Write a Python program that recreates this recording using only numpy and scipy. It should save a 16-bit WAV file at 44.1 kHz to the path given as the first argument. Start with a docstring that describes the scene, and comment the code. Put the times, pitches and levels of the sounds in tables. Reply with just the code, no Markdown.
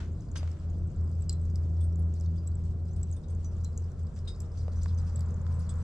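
"""A patio with a charcoal chimney starter: the microphone starts at a distance and leans in toward its mouth.
Behind lie filtered-noise rumble and wash and a distant motor's wavering tone; a soft draught and a faint sizzle
grow. Scuffs, and the fading tail of a knock at the very start, are gritty noise bursts, one with a ringing
metallic clack; soft knocks are short tones with a noise edge. Top coals snap (click, brief notes, echo); deeper
ones crack, crumble and tinkle as rough tones, tiny fractures and tube-shaped noise. Thin high pings, perhaps a
small mechanism near the microphone, sound one pure note."""
import sys
import numpy as np
from scipy import signal
from scipy.fft import rfft, irfft, next_fast_len
from scipy.io import wavfile
from scipy.ndimage import uniform_filter1d, map_coordinates

SR = 44100
rng = np.random.default_rng(int(sys.argv[2]) if len(sys.argv) > 2 else 0)


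def transcribe(u):
    """Save the signal u as a 16-bit wav file named by the first command-line argument.

    u: samples, shape (n,) or (channels, n), limited to [-1, 1]; the rate is SR.
    q: integer samples, one column per channel.
    """
    v = np.clip(np.atleast_2d(u).T, -1, 1)
    q = np.round(v * 32767).astype(np.int16)
    wavfile.write(sys.argv[1], SR, q)


N = 257103

# Stereo likeness of the noises: (frequency [Hz], left-right correlation [-1 to 1])
STEREO_LIKENESS = [(25, 0.83), (80, 1), (250, 0.93), (500, 0.83), (1000, 0.65), (4000, 0.19), (8000, 0.65),
                   (12000, 0.68)]
# Left port over the right: (frequency [Hz], level [dB])
PORT_BALANCE = [(60, 0.5), (500, 1.4), (2700, 2), (4700, 1.4), (8000, -0.5), (11000, -2)]
# Phase by which the right port leads the left: (frequency [Hz], phase [rad])
PORT_LEAD = [(30, 0.12), (500, 0.043), (2000, 0.6), (4300, 0.94), (6000, 1.05), (8200, 1.26), (12000, 1.2)]
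TOP_HZ = 15000  # nothing is kept from here up
# How far the microphone has leaned into the bowl: (time [s], share [0-1])
LEAN = [(0, 0), (2.3, 0.12), (3.3, 0.6), (4.6, 0.79), (5.1, 0.96), (5.55, 1)]
BEAMING = 4.26  # the tube sends its sound upward: it is heard as this power of the lean

# Outdoor rumble: (time [s], level [dB])
RUMBLE_LEVEL = [(0.0, -40), (0.9, -39.5), (1.6, -37), (2.3, -39.5), (2.8, -39), (4.3, -39.5), (5.0, -37.5),
                (5.83, -35.5)]
# Outdoor wash: (time [s], level [dB])
WASH_LEVEL = [(0.0, -52.5), (0.65, -54), (0.95, -50.5), (1.2, -53.5), (2.1, -51.5), (2.4, -56.5),
              (3.5, -54.5), (4.05, -56), (5.1, -57.5), (5.83, -58)]
# Spectra of the background noises, only their shape counts: (frequency [Hz], relative level [dB])
RUMBLE_SPECTRUM = [(12, -12), (25, -2.5), (40, 1), (58, 3.5), (80, -6), (110, -1), (150, -3), (200, -10.5),
                   (235, -13.5), (280, -30), (500, -64), (2000, -120)]
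WASH_SPECTRUM = [(30, -65.5), (120, -21), (220, 4), (320, 4), (450, -4.5), (560, -5), (730, -10),
                 (830, -20), (1300, -31), (2000, -53.5), (8000, -92.5)]
WASH_IN_BOWL_SPECTRUM = [(30, -49.5), (120, -10.5), (220, -4.5), (290, 0.5), (380, 4), (430, 2), (480, 0.5),
                         (600, -2.5), (800, -9.5), (1300, -38.5), (2000, -45.5), (8000, -94.5)]
DRAUGHT_SPECTRUM = [(100, -61.5), (350, -15.5), (520, 1.5), (800, 4.5), (1350, 6.5), (1750, -3),
                    (2200, -9.5), (3000, -29.5), (6000, -40.5), (14000, -64.5)]
SIZZLE_SPECTRUM = [(200, -51.5), (1500, -9), (2700, -4), (3500, -5), (5000, -3), (6200, -4), (7900, -4.5),
                   (8700, -10), (9300, -14.5), (10100, -14.5), (11000, -28.5), (14000, -50), (20000, -75.5)]
# Hollow resonances of the air in chimney and bowl: (frequency [Hz], width [Hz], relative level [dB])
FLUE_MODES = [(480.6, 43, 14.5), (570, 120, 6.5), (770, 110, -3), (946, 58, 3), (1026.6, 10, 12.5),
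              (1138, 59, 4), (1550, 280, -14)]
DRAUGHT_DB, DRAUGHT_NEAR_DB = -68.5, 9.5  # level before the lean, rise at full lean
SIZZLE_DB, SIZZLE_NEAR_DB = -73.5, 4  # likewise

# Distant motor: (time [s], pitch [Hz], fundamental level [dB], octave level [dB])
MOTOR = [(0.0, 82.05, -32, -54), (1.1, 83.34, -30, -48), (2.0, 83, -26.5, -43.5),
         (2.6, 83.94, -32.5, -47.5), (3.3, 83.64, -34, -56), (3.8, 83.7, -30.5, -55),
         (4.4, 84.16, -33.5, -64.5), (4.95, 83.74, -29.5, -53.5), (5.83, 83.87, -32, -51)]
# Brief dips in the level of the drone's fundamental: (time [s], depth [dB], half width at 1/e of the depth [s])
DRONE_DIPS = [(0.247, 25, 0.062), (0.58, 9.5, 0.055), (0.939, 29.5, 0.022), (1.252, 7.5, 0.027),
              (3.92, 8, 0.053), (4.125, 21, 0.039), (4.348, 20, 0.031), (4.51, 6.5, 0.04)]
# Faint distant whines: (frequency [Hz], level [dB], loudest time [s], half width at 1/e [s])
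WHINES = [(374.7, -63.5, 2.53, 1.84), (417, -64, 1.3, 0.45), (317.3, -62, 2.4, 0.6)]

# Scuffs on the paving, the first row being the fading tail of a knock just before the start: (time [s], level
# [dB], decay time to -60 dB [s], rise time [s])
SCUFFS = [(0.0, -50.5, 0.29, 0.00061), (0.3548, -31.5, 0.051, 0.0092), (0.374, -56.5, 0.95, 0.0015),
          (0.474, -47.5, 0.028, 0.001), (0.57, -55, 0.014, 0.00043), (4.162, -57.5, 0.1, 0.004),
          (4.275, -60.5, 0.11, 0.0015)]
# Soft handling knocks: (time [s], level [dB], pitch [Hz], thud decay time to -60 dB [s], edge over level [dB])
KNOCKS = [(0.43, -45, 640, 0.043, -2.5), (4.6814, -32.5, 580, 0.011, -12), (4.8592, -39.5, 1117, 0.011, 2),
          (5.466, -54.5, 1200, 0.013, 12)]
# Spectra of scuff and knock edge: (frequency [Hz], relative level [dB])
SCUFF_SPECTRUM = [(200, -35), (500, 3), (1500, 9), (2500, 3), (3400, 1.5), (5000, -2.5), (6200, -3.5),
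                  (7800, -7.5), (9300, -18), (10100, -21.5), (12000, -26.5), (15000, -45.5)]
KNOCK_SPECTRUM = [(100, -23), (400, -4), (1200, -2.5), (2600, -3), (4200, -5), (6000, -9.5), (9000, -21.5),
                  (15000, -53)]

# Thin high pings: (time [s], level [dB])
PINGS = [(0.589, -62), (0.873, -61.5), (1.043, -63), (1.208, -55.5), (1.2213, -47), (1.327, -37.5),
         (2.4742, -38), (2.554, -50), (2.72, -68), (3.0306, -38), (3.114, -47), (4.033, -60), (4.42, -53),
         (5.1587, -38.5), (5.1926, -47), (5.542, -56)]
PING_HZ = 7740

# Resonances of the loaded steel tube: (frequency [Hz], relative level [dB])
TUBE_MODES = [(3420, -7.5), (3570, -9), (3755, -7.5), (4170, -7.5), (4830, -11), (4965, 3), (6090, -8),
              (7100, -5), (7730, -2), (8085, 0), (8490, 0), (10100, -12)]
# Partials around a ring's main note: (frequency over its pitch [ratio], relative level [dB])
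RING_PARTIALS = [(1, 13.5), (0.91, -8), (1.3, -5), (1.1, -12)]
# Notes of a bursting flake: (frequency over its pitch [ratio], relative level [dB])
FLAKE_NOTES = [(0.621, -9), (0.905, -2), (1.003, 2.5), (1.13, -11), (1.501, -11.5)]
# Spectra of crunch, fracture and click: (frequency [Hz], relative level [dB])
CRUNCH_SPECTRUM = [(100, -48), (1500, -3), (2600, -5), (3600, -9.5), (6200, -1.5), (8400, -6.5),
                   (9200, -8.5), (10100, -10), (11000, -10.5), (13000, -19), (15000, -39)]
FRACTURE_SPECTRUM = [(100, -50), (500, -40.5), (1800, -18.5), (2900, -17.5), (4200, -11), (5200, -5.5),
                     (7800, 4.5), (8800, -2.5), (10000, -7), (12500, -2), (15000, -28.5)]
CLICK_SPECTRUM = [(100, -31), (1500, -11.5), (3000, -13), (5000, 0.5), (8000, 3), (9000, -2), (12500, -6.5),
                  (15000, -17.5)]
# Bursts of fine crackle: (time [s], length [s], pitch [Hz], level [dB])
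CRUMBLES = [(0.358, 0.02, 3340, -47.5), (1.12, 0.03, 5600, -70), (2.146, 0.043, 5160, -70.5),
            (2.234, 0.06, 5100, -69), (2.357, 0.026, 6360, -66), (2.635, 0.025, 6400, -65.5),
            (3.511, 0.05, 5870, -68), (3.602, 0.019, 5500, -67), (4.159, 0.027, 6200, -59),
            (4.276, 0.015, 3980, -52), (4.345, 0.03, 5400, -64.5), (4.571, 0.051, 5430, -57.5),
            (4.715, 0.029, 5400, -62.5), (4.773, 0.034, 5900, -66), (4.812, 0.04, 5530, -55.5),
            (4.878, 0.028, 4400, -57.5), (4.979, 0.032, 5400, -59), (5.065, 0.037, 5720, -61.5),
            (5.156, 0.054, 4340, -63), (5.595, 0.06, 5950, -63.5), (5.688, 0.031, 4300, -60)]
# Cracks down in the tube; the first four rows are the ring of a metallic clack within the scuff:
# (time [s], pitch [Hz], ring level [dB], crunch level [dB], ring decay to -60 dB [s])
CLACK_AND_CRACKS = [(0.355, 6000, -46, -52, 0.06), (0.368, 6200, -47.5, -55, 0.1),
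                    (0.371, 4900, -47, -51, 0.11), (0.369, 10000, -58, -72, 0.11),
                    (0.737, 4900, -73, -80, 0.2), (1.2954, 4130, -51.5, -57, 0.15),
                    (1.332, 4108, -61, -66, 0.13), (1.412, 7980, -64.5, -71, 0.12),
                    (1.806, 8510, -56, -61, 0.12), (1.807, 3500, -61.5, -80, 0.1),
                    (1.837, 8500, -58.5, -67, 0.12), (1.991, 9930, -61, -74, 0.063),
                    (2.149, 4962, -62, -67, 0.08), (2.167, 4450, -64.5, -71, 0.08),
                    (2.244, 5370, -65, -69, 0.1), (2.358, 3490, -72, -78, 0.1),
                    (2.376, 4850, -60, -80, 0.13), (2.476, 4020, -69, -73, 0.1),
                    (2.91, 6100, -63.5, -72, 0.1), (2.9612, 8560, -65, -60, 0.096),
                    (3.033, 4070, -70, -77, 0.1), (3.123, 6580, -52.5, -64, 0.082),
                    (3.123, 9500, -63, -70, 0.11), (3.163, 8620, -61, -61, 0.1),
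                    (3.166, 3590, -67, -80, 0.093), (3.2347, 3784, -65, -67, 0.099),
                    (3.282, 6500, -64.5, -64, 0.11), (3.3, 8280, -56.5, -64, 0.077),
                    (3.446, 6000, -52, -68, 0.14), (3.6496, 4060, -53, -73, 0.12),
                    (4.274, 3750, -46, -52, 0.17), (4.281, 4950, -54, -59, 0.25),
                    (4.277, 8440, -55, -59, 0.11), (4.758, 6076, -62, -74, 0.25),
                    (4.974, 6200, -54.5, -66, 0.079), (4.984, 8060, -58.5, -66, 0.08),
                    (5.521, 9900, -69, -71, 0.08), (5.59, 9930, -65, -59.5, 0.13),
                    (5.6915, 8006, -42, -55, 0.081), (5.692, 3430, -55.5, -64, 0.099)]
# Dry snaps of the top coals: (time [s], pitch [Hz], body level [dB], high note level [dB], click level [dB])
SNAPS = [(0.118, 7100, -61, -66, -68.5), (0.2068, 6630, -55, -64, -63), (0.315, 6860, -49, -54, -65),
         (0.5152, 5450, -52.5, -53, -60), (0.701, 6770, -62, -66, -70.5), (0.916, 6800, -64, -61, -72),
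         (1.011, 5600, -64, -61, -67.5), (1.0768, 4940, -60.5, -75, -63.5), (1.114, 6730, -62, -61, -62.5),
         (1.199, 5160, -66, -70, -63.5), (1.228, 4900, -58, -60, -64), (1.2942, 4800, -28, -30.5, -40.5),
         (1.453, 7000, -56, -64, -68), (1.499, 5500, -59, -73, -66.5), (1.557, 5280, -43, -58, -49),
         (1.9574, 7270, -52.5, -62, -61.5), (2.139, 6850, -52.5, -56, -60.5), (2.1988, 6580, -51, -62, -62),
         (2.209, 5460, -50.5, -51, -56.5), (2.2602, 4300, -52.5, -74, -69.5),
         (2.855, 7150, -67, -74, -62.5), (3.013, 6404, -65, -72, -62), (3.0302, 5600, -53, -70, -62),
         (3.35, 6940, -55.5, -68, -68), (3.445, 6530, -49, -64, -62.5), (3.638, 6000, -54, -68, -58.5),
         (3.6457, 6100, -43.5, -38.5, -51), (3.776, 6760, -37.5, -40, -52), (3.917, 5940, -58, -58, -60.5),
         (4.1893, 5400, -52, -59, -62), (4.4033, 5400, -45.5, -38.5, -47),
         (4.8323, 6830, -44.5, -41.5, -52), (5.207, 4860, -48, -48, -48.5), (5.307, 6900, -56, -63, -66),
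         (5.342, 6940, -52.5, -62, -66), (5.415, 7100, -56.5, -66, -69), (5.739, 6300, -59, -60, -59.5),
         (5.756, 7100, -57, -60, -63)]
SNAP_HIGH_HZ = 7530  # the high note that the snaps share


def amp(db):
    """Decibels to gain."""
    return 10 ** (np.asarray(db) / 20)


def unit(x):
    """x scaled to rms 1."""
    return x / np.sqrt(np.mean(x ** 2) + 1e-20)


def along(points, hz):
    """Read (frequency [Hz], value) points on a log frequency axis."""
    f, values = np.transpose(points)
    return np.interp(np.log(hz + 1), np.log(f + 1), values)


def curves(rows):
    """One value per sample for each column after the time."""
    times, *columns = np.transpose(rows)
    return [np.interp(np.arange(N) / SR, times, column) for column in columns]


def wobble(rate):
    """A smooth random curve with rate knots a second."""
    knots = rng.standard_normal(int(N * rate / SR) + 4)
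    return map_coordinates(knots, [np.arange(N) * rate / SR])


def jagged(size, rate):
    """A random curve of straight lines between rate knots a second."""
    return np.interp(np.arange(size) * rate / SR, np.arange(1000), rng.standard_normal(1000))


def flutter(size, depth_db, rate=450):
    """A fast random swelling, as of many overlapping reflections."""
    return amp(depth_db * jagged(size, rate))


def peak(f, centre_hz, width_hz):
    """Gain of one resonance."""
    return 1 / (1 + (2 * (f - centre_hz) / width_hz) ** 2)


def peaks(f, notes, width_hz):
    """Summed gain of equally wide resonances at (frequency [Hz], gain) notes."""
    return sum(gain * peak(f, hz, width_hz) for hz, gain in notes)


def noise(gain, size):
    """Stereo noise of rms 1 with a gain per frequency; a shared and an opposed part set the ports' likeness."""
    m = next_fast_len(size + 2048)
    hz = np.fft.rfftfreq(m, 1 / SR)
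    turn = np.arccos(np.clip(along(STEREO_LIKENESS, hz), -1, 1)) / 2
    spectra = rfft(rng.standard_normal((2, m))) * gain(hz) * [np.cos(turn), np.sin(turn)]
    mid, side = irfft(spectra, m)[:, :size]
    return unit(np.array([mid + side, mid - side]))


def coloured(spectrum, size=N):
    """Stereo noise shaped by (frequency [Hz], level [dB]) points."""
    return noise(lambda hz: amp(along(spectrum, hz)), size)


def patchy(x, depth_db):
    """Noise broken into brief patches of random strength, as from many tiny vents."""
    z = signal.stft(x, nperseg=256)[2]
    field = uniform_filter1d(rng.standard_normal(z.shape[1:]), size=4, axis=0)  # along frequency
    field = uniform_filter1d(field, size=7, axis=1)  # along time
    return unit(signal.istft(z * amp(depth_db * unit(field)), nperseg=256)[1][:, :N])


def rough_tone(hz, size, turns, rate=500):
    """A tone of rms 1 whose phase is jostled at random, by turns cycles."""
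    return unit(np.sin(2 * np.pi * (hz * np.arange(size) / SR + turns * jagged(size, rate))))


def dying(t, t60, attack):
    """A rise multiplied by an exponential decay of 60 dB in t60 seconds."""
    return amp(-60 * t / max(t60, 1e-3)) * (1 - np.exp(-t / attack))


def add(track, s, sound):
    """Mix a sound into the track at time s."""
    start = min(max(round(s * SR), 0), N)
    track[:, start:start + sound.shape[1]] += sound[:, :N - start]


def scattered(count, range_db, low_hz, high_hz):
    """Strew small, mostly weak events over the whole time: (time [s], below the strongest [dB], pitch [Hz])."""
    when, size, pitch = rng.random((count, 3)).T
    times = (np.arange(count) + when) / count * N / SR
    return zip(times, range_db * np.sqrt(size), low_hz + (high_hz - low_hz) * pitch)


def nearness():
    """The lean into the bowl, and how far that brings the microphone into the tube's beam, both 0-1."""
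    near = np.clip(curves(LEAN)[0], 0, 1)
    return near, near ** BEAMING


def outdoor_rumble():
    """Low noise of the open air, its level drifting slowly."""
    return amp(curves(RUMBLE_LEVEL)[0] + 1.4 * wobble(7)) * coloured(RUMBLE_SPECTRUM)


def outdoor_wash():
    """Broad noise of the yard; the bowl's reflection hollows it as the microphone leans in."""
    near, _ = nearness()
    yard = np.sqrt(1 - near) * coloured(WASH_SPECTRUM) + np.sqrt(near) * coloured(WASH_IN_BOWL_SPECTRUM)
    return amp(curves(WASH_LEVEL)[0] + 1.1 * wobble(11)) * yard


def drone():
    """A far motor's fundamental and weak octave; a constant waver tells most where the drone is faint."""
    hz, level_db, octave_db = curves(MOTOR)
    t = np.arange(N) / SR
    dip_db = sum(depth_db * np.exp(-((t - s) / width) ** 2) for s, depth_db, width in DRONE_DIPS)
    phase = 2 * np.pi * np.cumsum(hz) / SR + 0.23 * wobble(6.3)
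    waver = wobble(17) * np.sin(phase) + 0.085 * wobble(17) * np.cos(phase)
    steady = amp(level_db) * unit(np.sin(phase))
    fundamental = amp(-dip_db) * (steady + amp(-45) * unit(waver))
    octave = unit(np.sin(2 * phase + 1.1 * wobble(7.2)))
    return fundamental + amp(octave_db + 2.2 * wobble(10)) * octave


def distant_whines():
    """Faint tones, jostled in phase and level, that swell and fade."""
    t, out = np.arange(N) / SR, np.zeros(N)
    for hz, db, s, width in WHINES:
        tone = unit(np.sin(2 * np.pi * hz * t + wobble(9.3)))
        out += amp(db + 0.97 * wobble(4.8)) * np.exp(-((t - s) / width) ** 2) * tone
    return out


def draught():
    """Soft air noise and the hollow resonances of chimney and bowl, growing as the mouth comes near."""
    _, beam = nearness()
    hollow = noise(lambda f: sum(amp(db) * peak(f, hz, width) for hz, width, db in FLUE_MODES), N)
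    level_db = DRAUGHT_DB + DRAUGHT_NEAR_DB * beam + 1.1 * wobble(12)
    return amp(level_db) * (coloured(DRAUGHT_SPECTRUM) + hollow)


def sizzle():
    """Patchy high noise of the embers with slow and fast level changes, growing as the mouth comes near."""
    _, beam = nearness()
    level_db = SIZZLE_DB + SIZZLE_NEAR_DB * beam + 1.8 * wobble(25) + 0.3 * wobble(430)
    return amp(level_db) * patchy(coloured(SIZZLE_SPECTRUM), depth_db=2.0)


def scuffs():
    """Shoes scuff the gritty paving, and a knock just before the start fades out: decaying noise with a fast
    random roughness."""
    out, t = np.zeros((2, N)), np.arange(SR // 2) / SR
    for s, db, t60, rise in SCUFFS:
        grit = unit(flutter(len(t), depth_db=1.0, rate=900))
        add(out, s, amp(db) * coloured(SCUFF_SPECTRUM, size=len(t)) * dying(t, t60, rise) * grit)
    return out


def knocks(width_hz=700, edge_life=0.47):
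    """Fingers knock softly near the microphone: a short thud with a noise edge of edge_life times its decay."""
    out, t = np.zeros((2, N)), np.arange(SR // 2) / SR
    for s, db, hz, t60, edge_db in KNOCKS:
        thud = 0.74 * np.sin(2 * np.pi * hz * t) + noise(lambda f: peak(f, hz, width_hz), size=len(t))
        edge = amp(edge_db) * coloured(KNOCK_SPECTRUM, size=len(t))
        knock = thud * dying(t, t60, 0.00034) + edge * dying(t, edge_life * t60, 0.00039)
        add(out, s, amp(db) * knock)
    return out


def ping(hold_s=0.0011, release_s=0.0066, click_db=-19, click_t60=0.033, echo_db=-27, echo_t60=0.16, width_hz=300):
    """A thin pure note starts with a tick, holds for an instant and fades, leaving a faint echo."""
    t = np.arange(SR // 8) / SR
    envelope = np.clip(1 - (t - hold_s) / release_s, 0, 1) * (1 - np.exp(-t / 0.00023))
    note = np.sin(2 * np.pi * PING_HZ * t) * envelope
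    tick = amp(click_db) * coloured(FRACTURE_SPECTRUM, size=len(t))[0] * dying(t, click_t60, 0.0002)
    echo = amp(echo_db) * noise(lambda f: peak(f, PING_HZ, width_hz), size=len(t))
    return note + tick + echo * dying(t, echo_t60, 0.004)


def tube_noise(hz, size, width_hz=45, broad_db=-15, reach=1.9, luck_db=0.5):
    """The tube's resonances, stirred most near the pitch hz and at random strengths each time."""
    luck = luck_db * rng.standard_normal(len(TUBE_MODES))
    modes = [(mode, amp(db + extra)) for (mode, db), extra in zip(TUBE_MODES, luck)]

    def gain(f):
        broad = amp(broad_db + along(CRUNCH_SPECTRUM, f))
        return (peaks(f, modes, width_hz) + broad) * peak(f, hz, reach * hz)

    return noise(gain, size=size)


def crumble(length, hz, count=150, spread=0.15, cycles=9, size_db=4.0, fall_db=9, rise_s=0.002, tube_db=-2):
    """A crust crumbles: a run of tiny fractures, each a few cycles at its own pitch, fading fall_db per length."""
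    t = np.arange(int(3 * length * SR)) / SR
    life = np.arange(SR // 200) / SR  # time within one fracture
    when = rng.random(count)
    size, pitch = rng.standard_normal((count, 1)), rng.standard_normal((count, 1))
    turns = hz * np.exp(spread * np.clip(pitch, -2, 2)) * life
    grains = amp(size_db * size) * np.sin(2 * np.pi * turns) * turns * np.exp(-2 * turns / cycles)
    starts = ((np.arange(count) + when) / count * len(t)).astype(int)
    places = starts[:, None] + np.arange(len(life))
    fractures = unit(np.bincount(places.ravel(), grains.ravel(), len(t))[:len(t)])
    sound = unit(fractures + amp(tube_db) * tube_noise(hz, len(t)))
    return sound * amp(-fall_db * t / length) * (1 - np.exp(-t / rise_s))


def ringing_crack(hz, ring_db, crunch_db, t60, width_hz=190, scatter_db=-3, twin_ratio=0.968, twin_db=-12,
                  crunch_life=0.9, build_up_s=0.0018, grit_db=-7, grit_t60=0.089):
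    """A lump splits or metal clacks: two close notes beat over crunching tube resonances, with a fast flutter."""
    t = np.arange(SR // 4) / SR
    partials = [(ratio * hz, amp(db)) for ratio, db in RING_PARTIALS]
    scatter = noise(lambda f: peaks(f, partials, width_hz) * amp(along(CRUNCH_SPECTRUM, f)), size=len(t))
    note = rough_tone(hz, len(t), turns=0.1, rate=200)
    twin = amp(twin_db) * rough_tone(twin_ratio * hz, len(t), turns=0.13, rate=200)
    ring = amp(ring_db) * unit(note + twin + amp(scatter_db) * scatter)
    crunch = amp(crunch_db) * tube_noise(hz, len(t))
    # the onset is a short gritty burst around the pitch
    grit = noise(lambda f: peak(f, hz, hz / 4) * amp(along(CRUNCH_SPECTRUM, f)), size=len(t))
    sound = ring * dying(t, t60, build_up_s) + crunch * dying(t, crunch_life * t60, build_up_s)
    sound = sound + amp(ring_db + grit_db) * grit * dying(t, grit_t60, build_up_s)
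    return sound * flutter(len(t), depth_db=1.0, rate=370)


def snap(hz, body_db, high_db, click_db, t60=0.018, click_t60=0.013, width_hz=680,
         echo_db=-24, echo_t60=0.16, click_echo_db=-20):
    """A flake bursts off: a click, the flake's brief notes and a high note, then a weak, ragged bowl echo."""
    t, rise = np.arange(SR // 8) / SR, 0.0004
    click = amp(click_db) * coloured(CLICK_SPECTRUM, size=len(t))
    notes = [(ratio * hz, amp(db + along(FRACTURE_SPECTRUM, ratio * hz))) for ratio, db in FLAKE_NOTES]
    body = amp(body_db) * unit(sum(gain * rough_tone(f, len(t), turns=0.25) for f, gain in notes))
    high = amp(high_db) * rough_tone(SNAP_HIGH_HZ, len(t), turns=0.33) / np.sqrt(2)
    direct = click[0] * dying(t, click_t60, rise) + (body + high) * dying(t, t60, rise)
    body_echo = amp(body_db + echo_db) * noise(lambda f: peaks(f, notes, width_hz), size=len(t))
    high_echo = amp(high_db + echo_db) * noise(lambda f: peak(f, SNAP_HIGH_HZ, width_hz), size=len(t))
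    echo = body_echo + high_echo + amp(click_echo_db) * click
    return direct + echo * dying(t, echo_t60, 0.0039) * flutter(len(t), depth_db=4.0)


def small_coals(tick_db=-60.0, tinkle_db=-67, crumble_db=-71, tick_t60=0.024, tinkle_t60=0.11,
                life_spread=0.59, near_db=4):
    """Faint ticks, tinkles and runs of crackle at random moments, louder as the microphone nears."""
    out = np.zeros((2, N))
    for s, below, hz in scattered(count=70, range_db=6.5, low_hz=4480, high_hz=7850):
        db = tick_db - below
        click_db = db - 12 + 4 * rng.standard_normal()
        add(out, s, snap(hz, db, db - 8, click_db, t60=tick_t60 * rng.lognormal(0, life_spread)))
    for s, below, hz in scattered(count=40, range_db=8.0, low_hz=3970, high_hz=8400):
        db = tinkle_db - below
        add(out, s, ringing_crack(hz, db - 2, db, tinkle_t60 * rng.lognormal(0, life_spread)))
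    for s, below, hz in scattered(count=30, range_db=5, low_hz=4200, high_hz=7200):
        add(out, s, amp(crumble_db - below) * crumble(0.022, hz, count=30))
    near, _ = nearness()
    return out * amp(near_db * near)


def loud_events():
    """The pings, the clack, and the coals' crumbling, cracks and snaps that stand out, at their listed times."""
    out = np.zeros((2, N))
    for s, db in PINGS:
        add(out, s, amp(db) * ping())
    for s, length, hz, db in CRUMBLES:
        add(out, s, amp(db) * crumble(length, hz))
    for s, hz, ring_db, crunch_db, t60 in CLACK_AND_CRACKS:
        add(out, s, ringing_crack(hz, ring_db, crunch_db, t60))
    for s, hz, body_db, high_db, click_db in SNAPS:
        add(out, s, snap(hz, body_db, high_db, click_db))
    return out


def scene():
    """The patio from the open air behind to the events in front."""
    background = outdoor_rumble() + outdoor_wash() + drone() + distant_whines()
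    chimney_air = draught() + sizzle()
    handling = scuffs() + knocks()
    return background + chimney_air + handling + small_coals() + loud_events()


def record(dry):
    """The right port hears everything a little early and favours the treble; a band limit cuts the top."""
    t = np.arange(N) / SR
    ends = np.minimum(np.minimum(t, t[::-1]) / 0.004, 1)  # 4 ms fades
    m = next_fast_len(N + SR // 2)
    hz = np.fft.rfftfreq(m, 1 / SR)
    side = np.array([[0.5], [-0.5]])  # left, right
    ports = amp(side * along(PORT_BALANCE, hz)) * np.exp(-1j * side * along(PORT_LEAD, hz))
    return irfft(rfft(dry * ends, m) * ports * (hz < TOP_HZ), m)[:, :N]


dry = scene()
out = record(dry)
transcribe(out)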